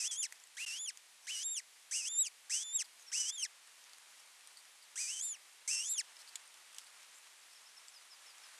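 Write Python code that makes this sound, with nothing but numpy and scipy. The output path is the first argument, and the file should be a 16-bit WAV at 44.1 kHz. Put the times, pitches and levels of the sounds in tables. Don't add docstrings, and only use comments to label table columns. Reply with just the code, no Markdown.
import sys
import numpy as np
from scipy import signal
from scipy.fft import rfft, irfft
from scipy.io import wavfile
from scipy.ndimage import uniform_filter1d

SR = 44100
rng = np.random.default_rng(int(sys.argv[2]) if len(sys.argv) > 2 else 0)


def dump_mix(stems):
    frames = np.atleast_2d(stems).T
    limited = np.clip(frames, -1, 1)
    pcm = np.round(limited * 32767).astype(np.int16)
    wavfile.write(sys.argv[1], SR, pcm)


def field_ratio(decibels):
    return 10 ** (np.asarray(decibels, dtype=float) / 20)


N = 378819

# (start [s], end [s], level [dB], drift to the end [dB], bare snap against ring [dB])
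RASP_SPANS = [(0.0, 0.08, -38, 3, -6), (0.11, .168, -44, -9.5, -8.5), (0.227, 0.259, -36.5, 5, -8.5),
              (0.568, 0.789, -58.5, -7, 13), (1.268, 1.437, -52, -7, 5.5), (1.564, 1.597, -45, 1, -7),
              (1.91, 2.045, -39, -9.5, -11), (2.046, 2.087, -41, 3, -10), (2.247, 2.274, -42, 6, -20),
              (2.496, 2.636, -38, -4.5, -8.5), (2.792, 2.825, -38, 7, -13), (3.116, 3.306, -37.5, 1.5, -7),
              (3.381, 3.384, -43, 4, -12), (3.394, 3.43, -48, 4, -4), (3.44, 3.455, -41.5, 3, -26),
              (4.956, 5.206, -38.5, -12, -7.5), (5.676, 5.867, -38, -15, -10), (5.868, 5.891, -46.5, 1, -9),
              (5.974, 5.984, -54, 5, 0)]
# (rate at start [1/s], at end [1/s], unevenness [0-1], slip of the overtones [cycles])
SLAP_PACE = [(600, 650, .22, .075), (700, 700, .25, .1), (950, 950, .12, .07), (700, 750, .22, .125),
             (850, 650, .2, .1), (800, 800, .2, .07), (720, 600, .2, .065), (900, 1050, .1, .07),
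             (900, 900, .15, .07), (800, 560, .2, .085), (800, 800, .2, .07), (800, 600, .2, .125),
             (800, 800, .2, .07), (950, 950, .15, .07), (800, 800, .2, .07), (620, 450, .15, .06),
             (850, 700, .2, .065), (860, 890, .06, .05), (800, 800, .2, .07)]
# (time [s], level [dB])
SQUEEZE_DB = [
    [(0.0, 0.5), (.03, -4), (.06, -9), (.092, -15.5), (.148, -8), (.204, 4.5), (.238, 2), (.269, 0)],
    [(.568, 5.5), (.6, -16), (.64, -16), (.7, -9), (.772, -11.5), (.798, -2.5), (.876, -1.5), (.911, -0.5)],
    [(1.269, 6), (1.311, -13), (1.35, -3), (1.411, -5), (1.461, -1), (1.529, -3), (1.58, 2.5),
     (1.606, -6.5)],
    [(1.911, -1), (1.971, 1.5), (2.01, -5.5), (2.045, -3), (2.095, -4.5), (2.173, 4.5), (2.211, 4),
     (2.275, -3)],
    [(2.496, -2.5), (2.55, 4.5), (2.62, -16), (2.654, -7.5), (2.726, -6), (2.764, 5), (2.81, 3)],
    [(3.117, -0.5), (3.209, -5), (3.243, -17), (3.29, -19), (3.31, -12), (3.347, -9), (3.389, -1),
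     (3.44, 4)],
    [(4.957, 0), (5.0, -1), (5.06, -2.5), (5.16, -7.5), (5.223, -1), (5.285, -1), (5.33, 0), (5.35, -14),
     (5.374, -42)],
    [(5.677, 4), (5.707, 1), (5.785, -0.5), (5.883, -0.5), (5.953, 2), (5.999, 6.5), (6.018, 3.5)],
]


def colour(x, points, size=1024):
    hz, db = np.transpose(points)
    grid_hz = np.linspace(1, SR / 2, size + 1)
    cep = irfft(np.log(field_ratio(np.interp(np.log(grid_hz), np.log(hz), db))))
    cep[1:size] *= 2
    cep[size + 1:] = 0
    h = irfft(np.exp(rfft(cep)))[:size]
    return signal.fftconvolve(x, h / np.sqrt(np.sum(h ** 2)))[:len(x)]


def ring(x, hz, width_hz):
    return signal.lfilter(*signal.iirpeak(hz, hz / width_hz, SR), x)


def modes(x, table):
    click = np.arange(1024) == 0
    h = np.zeros(1024)
    for k, (hz, width_hz, db) in enumerate(table):
        h += (-1) ** k * field_ratio(db) * ring(click, hz, width_hz) / width_hz ** .5
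    gain_db = 20 * np.log10(np.abs(rfft(h)) + 1e-5)
    return colour(x, np.transpose([np.linspace(1, SR / 2, 513), gain_db]))


def smooth(s, v, t):
    i = np.clip(np.searchsorted(s, t) - 1, 0, len(s) - 2)
    h, slope = np.diff(s)[i], np.gradient(v, s)
    u = np.clip((t - s[i]) / h, 0, 1)
    step = u * u * (3 - 2 * u) * (v[i + 1] - v[i])
    return v[i] + step + h * u * (1 - u) * ((1 - u) * slope[i] - u * slope[i + 1])


def gate(t, start, end, edge):
    return np.clip(np.minimum(t - start, end - t) / edge, 0, 1)


def arch(u, a, b, c):
    return a + (c - a) * u + (b - (a + c) / 2) * 4 * u * (1 - u)


def bumps(t, table):
    return sum(h * np.cos(np.pi / 2 * np.clip((t - s) / half, -1, 1)) ** 2 for s, half, h in table)


def walk(rate):
    k = int(SR / rate)
    held = np.repeat(rng.standard_normal(N // k + 1), k)
    return 1.3 * uniform_filter1d(uniform_filter1d(held, k), k)[:N]


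def air(t):
    # (frequency [Hz], density [dB per Hz])
    hiss_colour = [(35, -73), (60, -32), (290, -19), (490, -12.5), (900, -5), (1400, -7), (2000, -2),
                   (3300, -3), (5300, -4.5), (8100, -4.5), (10300, -6), (11500, -11), (13700, -16.5)]
    # (frequency [Hz], density [dB per Hz])
    wind_colour = [(120, -42), (300, -19), (700, -7.5), (1200, -1), (2500, -2), (4500, -5.5), (9500, -6.5),
                   (12000, -22.5)]
    # (time [s], level [dB])
    gust_db = [
        (0.0, -68.5),
        (1.5, -75.5),
        (3.0, -67),
        (4.0, -64.5),
        (5.0, -68.5),
        (6.2, -63),
        (7.0, -63.5),
        (7.9, -65),
        (8.2, -62.5),
        (8.59, -57.5),
    ]
    hiss = field_ratio(-62.5 + .5 * walk(13)) * colour(rng.standard_normal(N), hiss_colour, size=2048)
    hiss += field_ratio(-86) * ring(rng.standard_normal(N), 40, 100)
    flicker_db = 1.2 * walk(25) + 1.5 * walk(300)
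    wind = colour(rng.standard_normal(N) * field_ratio(flicker_db), wind_colour)
    return hiss + field_ratio(np.interp(t, *np.transpose(gust_db))) * wind


def peeps():
    # (time [s], length [s], level [dB], start pitch [Hz], end pitch [Hz])
    peep_notes = [(3.064, .043, -53, 5700, 5250), (7.428, .02, -66, 5400, 4900),
                  (7.553, .027, -59, 5100, 4500), (7.582, .012, -66, 5200, 6000),
                  (7.658, .022, -57, 4700, 4900), (7.687, .012, -64, 5200, 6000),
                  (7.766, .022, -57.5, 5150, 4700), (7.792, .012, -64, 5200, 6300),
                  (7.933, .058, -57.5, 5600, 4600), (8.098, .055, -56.5, 5600, 4650),
                  (8.258, .065, -58, 5600, 4650), (8.423, .042, -60, 5600, 4900)]
    low_hz, hook_hz = 5200, 5440
    out = np.zeros(N + SR)
    for s, length, db, first_hz, last_hz in peep_notes:
        middle_hz = hook_hz if first_hz < low_hz else (first_hz + last_hz) / 2
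        u = np.linspace(0, 1, int(length * SR))
        cycles = np.cumsum(arch(u, first_hz, middle_hz, last_hz)) / SR
        note = field_ratio(db) * np.sin(np.pi * u) ** .5 * np.sin(2 * np.pi * cycles)
        note = note * field_ratio(2.5 * walk(250)[:len(u)])
        for lag_s, share in ((0, 1), (.004, .3), (.017, .1)):
            out[int((s + lag_s) * SR):][:len(u)] += share * note
    return out[:N]


def rustles(t):
    # (time [s], length [s], level [dB], ring [Hz])
    scrapes = [(1.222, 0.062, -65, 6000), (2.841, 0.022, -59, 4700), (2.994, 0.043, -62.5, 6700),
               (4.185, 0.024, -63, 5570), (4.565, 0.043, -61, 4500), (4.823, 0.023, -60.5, 4600),
               (6.188, 0.038, -62, 4400), (6.191, 0.036, -61, 5500), (6.274, 0.027, -60, 4600),
               (6.541, 0.014, -63, 3400), (6.802, 0.026, -63, 5200), (6.859, 0.025, -65, 4600),
               (7.144, 0.045, -61.5, 7400), (7.507, 0.022, -65, 4650), (7.525, .018, -62, 5600)]
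    out = np.zeros(N)
    for s, length, db, low_hz in scrapes:
        on = slice(int(s * SR), int((s + length) * SR))
        grit = rng.standard_normal(SR // 8)[:len(t[on])] * field_ratio(4.0 * walk(500)[on])
        scrape = ring(ring(grit, low_hz, 900), low_hz, 900) + 0.51 * ring(grit, 8200, 1600)
        out[on] += field_ratio(db) * gate(t[on], s, s + length, 0.0025) * scrape / scrape.std()
    return out


def twigs():
    # (time [s], peak [dB], ring [Hz], ring against crack [dB])
    cracks = [(0.324, -32.5, 2340, -4), (0.3577, -48, 5500, -1), (0.4, -44, 6040, -11),
              (0.438, -44, 7240, 1), (0.472, -46, 7810, -3), (0.5498, -48, 7440, -3),
              (0.973, -38, 6560, -7), (3.674, -48, 7850, 0), (3.6964, -55, 5900, -3),
              (3.841, -47, 5960, -3), (3.8953, -47, 4900, -3), (3.933, -41, 4700, 1),
              (3.983, -44.5, 2090, -3), (4.409, -48, 2770, -3), (4.473, -41, 8700, 5),
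              (4.571, -49, 4640, 1), (4.653, -47, 2100, -7), (5.533, -53, 6660, -3), (6.167, -44, 5280, 0),
              (6.276, -43.5, 4730, 9), (6.288, -49, 8000, 1), (6.293, -45, 4700, 1),
              (6.3563, -27.5, 7000, -7), (6.359, -36.5, 3600, 1), (6.3635, -42, 8000, -7),
              (6.457, -55, 9000, 1), (6.4764, -47.5, 8950, 6), (6.5418, -47, 6000, -6),
              (6.7288, -45, 3380, -2), (6.746, -42.5, 8000, -5), (6.764, -46, 6500, -6),
              (6.784, -29, 8300, -10), (6.7933, -42, 3700, -2), (6.7985, -45, 9000, -8),
              (6.8445, -47, 7900, -1), (6.871, -47, 4640, 2), (6.904, -48, 4700, 1),
              (7.0305, -45, 3300, -8), (7.883, -40.5, 4650, 3), (7.883, -45.5, 7600, 6),
              (7.89, -50, 7300, 3), (7.899, -49, 7300, 9), (8.3822, -44, 7460, -11)]
    out, t = np.zeros(N + SR), np.arange(SR // 8) / SR
    dull = signal.butter(2, 11500, fs=SR, output="sos")
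    for s, db, hz, ring_db in cracks:
        t60_s = .018 * np.exp(.015 * (db + 56.0))
        grit = rng.standard_normal(len(t)) * field_ratio(1.7 * rng.standard_normal(len(t)))
        burst = grit * (field_ratio(-60 * t / (.2 * t60_s)) + .5 * field_ratio(-60 * t / t60_s))
        snap = ring(ring(burst, 6600, 7500), 6600, 7500) + .6 * ring(burst, 3400, 1200)
        snap = snap + 3.2 * field_ratio(ring_db) * ring(ring(burst, hz, 1100), hz, 1100)
        snap = snap + 0.054 * np.diff(burst, prepend=0) * field_ratio(-60 * t / 0.0037)
        snap = signal.sosfilt(dull, snap)
        out[int(s * SR):][:len(t)] += field_ratio(db) * snap / np.abs(snap).max()
    return out[:N]


def beating(t):
    # (start [s], end [s], beat at start [Hz], at end [Hz], depth [dB])
    beat_spans = [
        (5.221, 5.244, 330, 700, -3),
        (5.244, 5.263, 700, 930, -7),
        (5.263, 5.306, 930, 330, -12),
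        (5.8937, 5.9172, 330, 320, -3),
        (5.9172, 5.9322, 320, 100, -3),
        (5.9322, 5.943, 60, 60, -6),
    ]
    # (1st partial [dB], 1st fade per step [0-1], 2nd fade [0-1], 3rd partial [dB])
    ladders = [(-1, .88, .6, -4), (1, .92, .68, -5), (4, .88, .55, -4), (-3, .88, .5, 2), (-3, .88, .5, 2),
               (-3, .85, .6, -3)]
    rate_hz, depth, fade = np.zeros(N), np.zeros((3, N)), np.zeros((3, N))
    for (start, end, first_hz, last_hz, db), ladder in zip(beat_spans, ladders):
        low_db, low_fade, mid_fade, top_db = ladder
        on = slice(int((start - .002) * SR), int(end * SR))
        middle_hz = (first_hz + last_hz) / 2 + 55
        rate_hz[on] = arch((t[on] - start) / (end - start), first_hz, middle_hz, last_hz)
        depth[:, on] = field_ratio(db + np.array([[low_db], [0], [top_db]]))
        fade[:, on] = np.clip([[low_fade], [mid_fade], [.4]], 0, .93)
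    turns = np.cumsum(rate_hz * (1 + .015 * walk(150))) / SR
    turns = turns - np.maximum.accumulate(np.where(rate_hz == 0, turns, 0)) - .66
    depth, fade = uniform_filter1d(depth, size=100), uniform_filter1d(fade, size=100)
    return depth, fade, np.exp(2j * np.pi * turns)


def whistle(t):
    # (frequency [Hz], gain [dB])
    throat = [(1300, -17), (2000, -2), (2800, 0.05), (3300, -4.5), (3650, -10), (3900, -0.5), (4500, -1.5),
              (5300, 14), (5900, 12), (6600, 11), (7200, 7), (7700, 10), (9000, 9.5), (11500, -3)]
    # (pitch [Hz], 1st partial [dB], 2nd [dB], 3rd [dB])
    register = [(1410, -48.5, -53.5, -69.5), (2150, -51.5, -53, -60), (2410, -53.5, -51.5, -51.5),
                (2716, -48.5, -52, -52.5), (3210, -46.5, -56, -59), (3584, -42.5, -48, -52.5),
                (3700, -47, -46.5, -49.5), (3996, -39, -40.5, -52.5)]
    # (start [s], start pitch [Hz], end [s], end pitch [Hz])
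    call_ends = [
        (0.0, 2682, .270, 1620),
        (.568, 1480, .911, 1450),
        (1.269, 1500, 1.606, 1760),
        (1.911, 1450, 2.285, 2180),
        (2.496, 1520, 2.83, 1530),
        (3.117, 1337, 3.466, 1584),
        (4.957, 1283, 5.374, 1650),
        (5.677, 2070, 6.018, 1540),
    ]
    # (time [s], pitch [Hz])
    glides = [
        [(.026, 2505), (.092, 3490), (.118, 3280), (.148, 3170), (.162, 3210), (.204, 3640), (.238, 2825)],
        [(.586, 2135), (.64, 2820), (.702, 2672), (.772, 3120), (.798, 3410), (.876, 3047), (.894, 2515)],
        [(1.311, 2897), (1.365, 2900), (1.411, 3015), (1.461, 3765), (1.491, 3660), (1.529, 3746),
         (1.591, 2455)],
        [(1.937, 2405), (1.971, 2870), (2.045, 2557), (2.095, 3480), (2.173, 3620), (2.211, 3892),
         (2.265, 2780)],
        [(2.51, 2100), (2.592, 3147), (2.654, 3530), (2.688, 3520), (2.726, 3583), (2.764, 3784), (2.81, 2554)],
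        [(3.135, 2132), (3.209, 3000), (3.243, 2920), (3.305, 3350), (3.347, 3670), (3.389, 3230),
         (3.427, 2950)],
        [(4.987, 2200), (5.069, 2418), (5.147, 3106), (5.189, 3070), (5.223, 3450), (5.258, 3680),
         (5.318, 3480), (5.35, 2830)],
        [(5.707, 2586), (5.785, 2715), (5.831, 2950), (5.869, 3450), (5.883, 3540), (5.953, 3530),
         (5.999, 2503)],
    ]
    # (start [dB], middle [dB], end [dB], first push [dB])
    breath = [(-3, -1, 1, 1.1), (0.3, 0.5, 1, 3.8), (0, -1.5, 0, 6), (-1.8, 0, -0.5, 3.2), (1, 0, 3, 0.92),
              (-0.5, 0, 5, 2.4), (-1.3, -2.5, -7.5, 1.9), (1, -1.5, 6, 3.5)]
    beak_open_db = [-0.025, 0.65, 0.76, -1.7, -1.1, -0.8, -1.5, -0.29]
    # (start [s], end [s], rate [Hz], depth [0-1])
    stutters = [(1.512, 1.555, 1100, .45), (2.125, 2.158, 700, .3), (2.165, 2.235, 900, .1),
                (2.738, 2.782, 900, .12), (5.932, 5.945, 500, .4)]
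    # (time [s], half width [s], level [dB])
    catches = [(.218, 0.0085, -2.5), (0.869, 0.0065, -12), (2.188, 0.01, 3.5), (2.207, 0.013, -1),
               (2.224, 0.0082, 5), (2.238, 0.0081, -2.5), (2.782, 0.0075, -13.5), (3.318, 0.0085, -12),
               (3.372, 0.0096, -15), (4.974, 0.0021, -6), (5.213, 0.0044, 10), (5.219, 0.0021, -20),
               (5.334, 0.0047, -8), (5.890, .003, 0), (5.9315, 0.0031, -10), (5.939, 0.0031, 5.5),
               (5.962, 0.024, -7), (5.995, 0.0052, -3)]
    # (time [s], half width [s], level [dB])
    wavers = [(.08, 0.013, 6), (.107, .01, 7), (.148, 0.018, -8), (.835, .03, -7), (.868, .008, 6),
              (1.49, 0.024, 4.5), (2.125, .025, 3), (2.6, 0.019, -6), (2.783, .01, 7), (3.315, .012, 9),
              (3.374, 0.01, 12), (3.4, 0.023, -4), (5.22, 0.036, -6), (5.31, 0.038, -8), (5.334, 0.0052, 3),
              (5.8, 0.08, 3), (5.89, 0.06, -6), (5.937, .005, -9)]
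    # (time [s], half width [s], pitch shift [Hz])
    kinks = [(.19, .035, -70), (1.285, .018, 90), (1.57, .018, -60), (1.592, .01, 90), (2.105, .018, -50),
             (2.52, .012, 70), (2.55, .012, -90), (2.81, .014, 120), (3.14, .018, 60), (5.22, .007, 110),
             (5.29, .038, -160), (5.325, .015, 40)]
    push_at_s, push_width_s = 0.044, 0.036
    out, cycles = np.zeros(N), np.zeros(N)
    depth, fade, turn = beating(t)
    rasping = sum(gate(t, start, end, 0.0015) for start, end, *_ in RASP_SPANS)
    loss_db = -1.5 * sum(gate(t, start, end, 0.0052) for start, end, *_ in RASP_SPANS)
    register_hz, first_db, *overtone_db = np.transpose(register)
    throat_hz, throat_db = np.transpose(throat)
    stutter = np.ones(N)
    for start, end, hz, share in stutters:
        stutter += share * gate(t, start, end, 0.0054) * (np.tanh(walk(hz)) - .5)
    catch = field_ratio(sum(db * np.clip(1 - np.abs(t - s) / half, 0, 1) for s, half, db in catches))
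    shaky_db, slip = 1.5 * rasping * np.tanh(walk(900)), np.tanh(walk(900))
    loose = sum(row[3] * gate(t, start, end, .003) for (start, end, *_), row in zip(RASP_SPANS, SLAP_PACE))
    calls = zip(call_ends, glides, breath, beak_open_db, SQUEEZE_DB)
    for ends, glide, (*breath_db, push_db), beak_db, grip in calls:
        s, hz = np.transpose([ends[:2], *glide, ends[2:]])
        on = slice(int(s[0] * SR), int(s[-1] * SR))
        pitch = smooth(s, hz, t[on]) + bumps(t[on], kinks)
        cycles[on] = np.cumsum(pitch) / SR
        squeeze = np.interp(t[on], *np.transpose(grip))
        push = push_db * np.exp(-((t[on] - s[0] - push_at_s) / push_width_s) ** 2)
        air_db = arch((t[on] - s[0]) / (s[-1] - s[0]), *breath_db) + push
        db = [np.interp(pitch, register_hz, first_db) + air_db + bumps(t[on], wavers)]
        db += [np.interp(pitch, register_hz, d) + squeeze for d in overtone_db]
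        db[2] = db[2] + beak_db
        db += [db[2] - 4.5, db[2] - 8.5]
        for k, d in enumerate(db, 1):
            d = d + np.interp(np.log(k * pitch), np.log(throat_hz), throat_db)
            d = d - 7 * np.maximum(k * pitch / 1000 - 11.7, 0)
            d = d + (2.6 * shaky_db[on] + loss_db[on] if k > 1 else 1.6 * shaky_db[on])
            step = min(k, 3) - 1
            sidebands = depth[step, on] * turn[on] / (1 - fade[step, on] * turn[on])
            beat = (stutter[on] if k > 1 else 1) - sidebands
            slip_cycles = slip[on] * (loose[on] if k > 1 else .11 * rasping[on])
            phase = 2 * np.pi * k * (cycles[on] + slip_cycles)
            level = 2 ** .5 * field_ratio(d) * gate(t[on], s[0], s[-1], 0.00114)
            out[on] += level * np.imag(beat * np.exp(1j * phase))
    return out * catch, cycles


def rasp(t, cycles):
    # (frequency [Hz], width [Hz], level [dB])
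    slap_modes = [(4500, 670, -10.5), (5114, 840, -7), (6010, 415, -1.5), (7420, 1070, -5),
                  (7570, 370, -1.5), (8500, 1050, -6), (10150, 170, -16), (10300, 1300, -27),
                  (12230, 2800, -15.5)]
    # (midway swell [dB], windpipe at start [dB], at end [dB], beak at start [dB], at end [dB])
    gapes = [(-1.6, 2, 8.5, 0.1, -6), (3.5, 2, 1, 0.1, -5), (-5.5, 2, -1, 0.1, 1),
             (0.3, -4.5, 10.5, 0.1, -8), (-0.6, 0, 11, 0.1, -2.5), (-7, -5, -2, 0.1, -3),
             (1.5, 1, 2, 0.1, 0.5), (.1, 6, 2, 1, -0.5), (-3, -8, -12, 0.1, 8.5), (-1.5, 0, 3.5, 1.1, 1.5),
             (-1.5, 9, 1, 0.1, -1), (-2, 8, 8.5, 0.1, -7), (2, 0.1, 0.1, 0.1, 2), (-4, 3, 6, 0.1, -3),
             (0, 1, 13, 0.1, -3), (-2.3, -5, 0, 1.3, 0), (-3.5, -3, 5, 0.1, -2), (0.5, 2, 2, 2, 2),
             (1, 2, 14, 0.1, -2)]
    taut_hz, slack_db_per_octave = 2770, -13
    lock_hz, lock_span_hz = 2150, 400
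    slaps, snaps, pipe_db, beak_db = np.zeros((4, N))
    runs_db = 2.2 * np.tanh(walk(90))
    for span, (bow_db, *gape_db), (*pace, uneven, _) in zip(RASP_SPANS, gapes, SLAP_PACE):
        start, end, db, drift_db, snap_db = span
        chance = np.clip(rng.standard_normal((400, 3)).T, -2, 2)
        on = slice(int(start * SR), int(end * SR))
        pitch = np.clip(np.gradient(cycles[on]) * SR, 1000, 5000)
        rate = np.interp(t[on], (start, end), pace)
        rate = rate + (pitch - rate) * np.clip((lock_hz - pitch) / lock_span_hz, 0, 1)
        due = np.interp(np.cumsum(np.exp(uneven * chance[0])), np.cumsum(rate) / SR, t[on])
        cycle = np.round(np.interp(due, t[on], cycles[on]))
        wait = np.diff(cycle, prepend=cycle[0] - 2)
        kept = (wait > 0) & (due < t[on][-1])
        when = np.interp(cycle + .75 + .022 * chance[1], cycles[on], t[on])[kept]
        pitch = np.interp(when, t[on], pitch)
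        u = (when - start) / (end - start)
        size = field_ratio(arch(u, db - drift_db / 2, db + bow_db, db + drift_db / 2))
        size = size * np.sqrt(SR * wait[kept] / pitch) * gate(when, start - .005, end + .003, .007)
        size = size * field_ratio(slack_db_per_octave * np.log2(taut_hz / np.minimum(pitch, taut_hz)))
        squeeze_db = 0.22 * np.interp(when, *np.concatenate(SQUEEZE_DB).T)
        size = size * field_ratio(squeeze_db + 1.1 * chance[2, kept] + np.interp(when, t, runs_db))
        for shift in range(-6, 7):
            at = (when * SR).astype(int) + shift
            offset = at - when * SR
            kernel = size * np.sinc(offset) * np.cos(np.pi * offset / 14)
            np.add.at(slaps, np.maximum(at, 0), kernel)
            np.add.at(snaps, np.maximum(at, 0), kernel * field_ratio(snap_db))
        on = slice(on.start, on.stop + 200)
        pipe_db[on] = np.interp(t[on], (start, end), gape_db[:2])
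        beak_db[on] = np.interp(t[on], (start, end), gape_db[2:])
    snap_band = signal.butter(1, (1790, 11200), "band", fs=SR, output="sos")
    ringing = -modes(slaps, slap_modes) - 2 * signal.sosfiltfilt(snap_band, snaps)
    pipe, beak = ring(ringing, 5260, 880), ring(ringing, 4400, 2000)
    ringing = ringing + (field_ratio(pipe_db) - 1) * pipe + (field_ratio(beak_db) - 1) * beak
    ringing = signal.sosfiltfilt(signal.butter(4, 11600, fs=SR, output="sos"), ringing)
    ringing = ringing - .5 * ring(ringing, 3520, 1700)
    return signal.sosfiltfilt(signal.butter(2, 1200, "high", fs=SR, output="sos"), ringing)


def scene():
    t = np.arange(N) / SR
    tone, cycles = whistle(t)
    mono = air(t) + peeps() + rustles(t) + twigs() + tone + rasp(t, cycles)
    return np.array([mono, mono])


def top_cut(x):
    return signal.sosfilt(signal.butter(12, 13810, fs=SR, output="sos"), x)


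def record(dry):
    # (start [s], end [s], level left [dB], step at the edges [dB])
    dropouts = [
        (0.6508, 0.663, -32.5, -56),
        (5.678, 5.6784, -8, -54),
    ]
    t = np.arange(N) / SR
    out = signal.sosfilt(signal.ellip(8, .2, 60, 13750, fs=SR, output="sos"), dry)
    for start, end, left_db, step_db in dropouts:
        out = out * (1 - (1 - field_ratio(left_db)) * gate(t, start, end, .0001))
        for edge in (start, end):
            out = out + field_ratio(step_db) * (t > edge) * np.exp(-np.abs(t - edge) / 0.00017)
    return top_cut(out)


dry = scene()
out = record(dry)
dump_mix(out)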